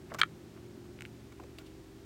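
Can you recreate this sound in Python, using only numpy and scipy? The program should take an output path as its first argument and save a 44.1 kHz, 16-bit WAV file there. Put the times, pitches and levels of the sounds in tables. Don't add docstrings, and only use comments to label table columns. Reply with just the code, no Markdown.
import sys
import numpy as np
from scipy import signal
from scipy.fft import rfft, irfft
from scipy.io import wavfile
from scipy.ndimage import uniform_filter1d

SR = 44100
rng = np.random.default_rng(int(sys.argv[2]) if len(sys.argv) > 2 else 0)


def dump(signal):
    limited = np.clip(np.atleast_2d(signal).T, -1, 1)
    pcm = np.round(limited * 32767).astype(np.int16)
    wavfile.write(sys.argv[1], SR, pcm)


N = 90404

# pitch in Hz, seconds to fade by 60 dB, dB on press, dB on release.
BUTTON_TONES = [(1074, 0.022, -22, -24.5), (1310, 0.027, -9.5, -9), (1564, .016, -10.5, -18),
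                (1680, 0.02, -14, -18.5), (2320, 0.019, -11.5, -19.5), (2460, .014, -37, -22.5),
                (3162, 0.022, -9.5, -23), (3950, 0.01, -15, -27), (4334, 0.013, -18.5, -67),
                (6500, 0.019, -38, -45), (7960, .012, -37.5, -60), (10951, 0.015, -40.5, -58)]
# start in seconds, ring level in dB, crack level in dB,
# bounce in dB compared with the ring, share of the full ring time.
BUTTON_STROKES = [(.2150, -2.5, -16, -13, 1.0), (.2331, 0, -25.5, -12, 0.69)]
def button():
    out = np.zeros(N)
    bounce_delay_s = 0.001122
    for k, (start, db, crack_db, bounce_db, share) in enumerate(BUTTON_STROKES):
        tones = [(hz, fade_s * share, levels[k]) for hz, fade_s, *levels in BUTTON_TONES]
        stroke = gain(db) * ring(tones)
        bounce = cut(stroke, 4000, "low", order=1)
        crack = cut(burst(decay_s=0.0031), 5100, "low", order=1)
        add(out, start, stroke)
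        add(out, start + bounce_delay_s, gain(bounce_db) * bounce)
        add(out, start, gain(crack_db) * crack)
    return cut(cut(out, 1315, "high", order=3), 11900, "low")


# pitch in Hz, seconds to fade by 60 dB, relative level in dB.
CASE_TONES = [(320, 0.033, -5), (434, 0.078, -1.5), (657, 0.052, 5.5), (910, 0.032, -4.5), (1127, .025, 7),
              (1320, 0.033, 3), (1580, 0.016, 5), (2040, 0.016, -0.5)]
# start in seconds, level in dB, scuff fade in seconds, treble cutoff in Hz.
FINGER_TAPS = [(.1183, -15, 0.0018, 2020), (0.1237, -18.5, 0.0044, 1190), (0.143, -19, .004, 1310),
               (0.1467, -14.5, 0.0033, 1900), (0.155, -18.5, 0.012, 1510), (0.21, -20.5, 0.0018, 2600),
               (.574, -34, 0.0069, 2200), (0.855, -37, .005, 1600), (1.3185, -37, .005, 1400),
               (1.3968, -29, 0.0036, 1150), (1.438, -44, .005, 1300), (1.586, -31, .004, 1200)]
def taps():
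    out = np.zeros(N)
    body = ring(CASE_TONES)
    body /= np.linalg.norm(body)
    for start, db, fade_s, top_hz in FINGER_TAPS:
        scuff = burst(fade_s, size=len(body))
        scuffed_body = signal.fftconvolve(scuff, body)[:len(body)]
        tap = body + gain(-4) * scuffed_body + gain(-24) * scuff
        add(out, start, gain(db) * cut(tap, top_hz, "low", order=3))
    return out


# frequency in Hz, relative level in dB.
BODY_COLOUR = [(300, -7), (950, -23), (1450, 3.5), (1800, -1.5), (2200, 6), (2950, 3.5), (3450, -5.5),
               (4300, -9), (5500, -15), (16000, -64.5)]
EDGE_COLOUR = [(500, -2.5), (3000, 1.5), (5000, -1), (6200, -1), (7500, 0), (9000, -4), (10800, -16.5),
               (13000, -11), (15000, -11), (17000, -30)]
# start in seconds, body level in dB, edge level in dB.
CASE_TICKS = [(0.1407, -48, -25.5), (0.1464, -51, -23), (.1517, -41, -30), (.9897, -29.5, -50),
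              (1.0083, -22.5, -28.5), (1.0216, -24, -26), (1.0524, -21.5, -37), (1.0603, -33, -39),
              (1.5861, -28, -37)]
def ticks():
    out = np.zeros(N)
    body, edge = click(BODY_COLOUR), click(EDGE_COLOUR)
    for start, body_db, edge_db in CASE_TICKS:
        add(out, start, gain(body_db) * body + gain(edge_db) * edge)
    return out


# frequency in Hz, relative level in dB.
RUB_COLOUR = [(300, -31.5), (750, -9), (1100, -2), (1450, 2.5), (1800, -4.5), (2300, -1), (3300, -9),
              (5500, -11), (7600, -10.5), (9500, -23.5), (14500, -15), (17000, -21)]
# start in seconds, length in seconds, level in dB, tilt in dB per octave (lower is duller).
SKIN_RUBS = [(0.098, 0.019, -54, -5.5), (0.133, 0.01, -53.5, -3.5), (0.1847, 0.02, -37.5, -1),
             (0.2084, 0.0052, -39.5, -6.5), (0.559, 0.026, -62.5, -7), (1.32, 0.0083, -58, -0.5),
             (1.397, 0.0056, -54, -3), (1.433, 0.0078, -54, -3), (1.591, 0.032, -63, -0.5)]
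def rubs():
    out, t = np.zeros(N), np.arange(4096) / SR
    rise_s, fall_s = 0.0036, 0.00098
    for start, length, db, tilt_db in SKIN_RUBS:
        noise, unevenness = rng.standard_normal((2, len(t)))
        grains = colour(noise * gain(-1.5 * unevenness), RUB_COLOUR, tilt_db)
        fade_in = np.clip(t / rise_s, 0, 1)
        fade_out = np.clip((length - t) / fall_s + 0.5, 0, 1)
        add(out, start, gain(db) * fade_in * fade_out * grains)
    return out


# frequency in Hz, relative level in dB.
BRUSH_COLOUR = [(400, -2), (1800, -18), (2500, 2.5), (3500, 1.5), (4500, 0.5), (5500, -6), (8000, -12),
                (10500, -15), (15000, -14), (17000, -25)]
# start in seconds, level in dB, swell in seconds, fade in seconds.
THUMB_STROKES = [(1.5842, -44, 0.0016, 0.0042), (1.654, -57.5, 0.014, 0.011)]
def brushes():
    out, t = np.zeros(N), np.arange(N) / SR
    for start, db, swell_s, fade_s in THUMB_STROKES:
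        swell = np.minimum(t / swell_s, 1)
        fade = np.exp(-np.maximum(t - swell_s, 0) / fade_s)
        add(out, start, gain(db) * swell * fade * colour(rng.standard_normal(N), BRUSH_COLOUR))
    return out


# start in seconds, level in dB, length in seconds, middle frequency in Hz.
PALM_BUMPS = [(.112, -49.5, 0.047, 230), (0.115, -45, 0.011, 660), (0.733, -49, 0.065, 216),
              (1.395, -48, 0.014, 680), (1.408, -55, 0.056, 513), (1.441, -50, 0.015, 262)]
def bumps():
    out, t = np.zeros(N), np.arange(8192) / SR
    band_ratio = 1.17
    for start, db, length, hz in PALM_BUMPS:
        noise = cut(rng.standard_normal(len(t)), hz / band_ratio, "high")
        band = unit(cut(noise, hz * band_ratio, "low", order=4))
        swell = np.sin(np.pi * np.minimum(t / length, 1))
        add(out, start, gain(db) * swell * band)
    return out


# delay in seconds, level in dB.
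DESK_ECHOES = [(.0014, -26), (.0027, -17), (.0049, -23)]
def room(x):
    tail_s = 0.081
    tail = cut(burst(tail_s / np.log(1000), size=16384), 3500, "low")
    out = x + gain(-15.5) * signal.fftconvolve(x, tail)[:N]
    for delay, db in DESK_ECHOES:
        add(out, delay, gain(db) * cut(x, 4500, "low", order=1))
    return out


# pitch in Hz, level in dB at the start, level in dB at the end.
MOTOR_TONES = [(48.4, -76, -67), (73.3, -63.5, -64.5), (97.7, -72, -69), (117.1, -62, -61.5),
               (166, -53.5, -70.5), (212.7, -61.5, -67), (272.1, -67, -64), (320, -66, -64),
               (352.6, -58, -63), (397.6, -66, -60.5), (520, -86, -73)]
def motor_hum():
    out = np.zeros(N)
    drift_hz, waver_db, wavers_per_s = 1.155, 3, 3.776
    for hz, start_db, end_db in MOTOR_TONES:
        cycles = np.cumsum(hz + drift_hz * wander(wavers_per_s)) / SR + rng.random()
        level_db = np.linspace(start_db, end_db, N) + waver_db * wander(wavers_per_s)
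        out += np.sqrt(2) * gain(level_db) * np.sin(2 * np.pi * cycles)
    return out


# frequency in Hz, relative level in dB.
RUMBLE_COLOUR = [(20, -26), (38, -14), (65, -5.5), (140, -0.5), (190, -7.5), (300, -3.5), (385, -0.5),
                 (440, -15.5), (700, -19.5), (2000, -49)]
HISS_COLOUR = [(260, -11.5), (450, -3.5), (550, -6.5), (700, -6.5), (900, -8), (1200, -10), (1700, -10.5),
               (2400, -13), (4500, -16), (8500, -20.5), (10000, -25), (16000, -26)]
def rumble_and_hiss():
    rumble = gain(np.linspace(-52.5, -57.5, N)) * colour(rng.standard_normal(N), RUMBLE_COLOUR)
    hiss = cut(colour(rng.standard_normal(N), HISS_COLOUR), 180, "high")
    return rumble + gain(-62) * hiss


def gain(db):
    return 10 ** (np.asarray(db) / 20)


def unit(x):
    return x / np.sqrt(np.mean(x ** 2))


def add(out, start, x):
    i = max(int(round(start * SR)), 0)
    out[i:i + len(x)] += x[:max(len(out) - i, 0)]


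def cut(x, hz, keep, order=2):
    return signal.sosfilt(signal.butter(order, hz, keep, fs=SR, output="sos"), x)


def gain_curve(points, size, tilt_db=0):
    hz, db = np.array(points).T
    octave = np.log2(np.maximum(np.fft.rfftfreq(size, 1 / SR), 1))
    return gain(np.interp(octave, np.log2(hz), db + tilt_db * np.log2(hz / hz[0])))


def colour(x, points, tilt_db=0):
    return unit(irfft(rfft(x) * gain_curve(points, len(x), tilt_db), len(x)))


def click(points, size=1024):
    cepstrum = irfft(np.log(gain_curve(points, size)))
    cepstrum[1:size // 2] *= 2
    cepstrum[size // 2 + 1:] = 0
    pulse = irfft(np.exp(rfft(cepstrum)))
    return pulse / np.linalg.norm(pulse)


def ring(tones, size=4096):
    out, t = np.zeros(size), np.arange(size) / SR
    for k, (hz, fade_s, db) in enumerate(tones):
        fade = np.exp(-np.log(1000) * t / fade_s)
        out += (-1) ** k * gain(db) * fade * np.sin(2 * np.pi * hz * t)
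    return out


def wander(per_second):
    hold = int(SR / per_second)
    steps = np.repeat(rng.standard_normal(N // hold + 1), hold)
    return unit(uniform_filter1d(uniform_filter1d(steps, hold), hold)[:N])


def burst(decay_s, size=2048):
    x = rng.standard_normal(size) * np.exp(-np.arange(size) / SR / decay_s)
    return x / np.linalg.norm(x)


def scene():
    handling = button() + ticks() + taps() + rubs() + brushes() + bumps()
    return (room(handling) + motor_hum() + rumble_and_hiss())[None]


def record(dry):
    bottom_hz, top_hz = 35, 15850
    treble_cut = signal.ellip(8, 0.1, 70, top_hz, fs=SR, output="sos")
    return signal.sosfilt(treble_cut, cut(dry, bottom_hz, "high", order=3))


dry = scene()
out = record(dry)
dump(out)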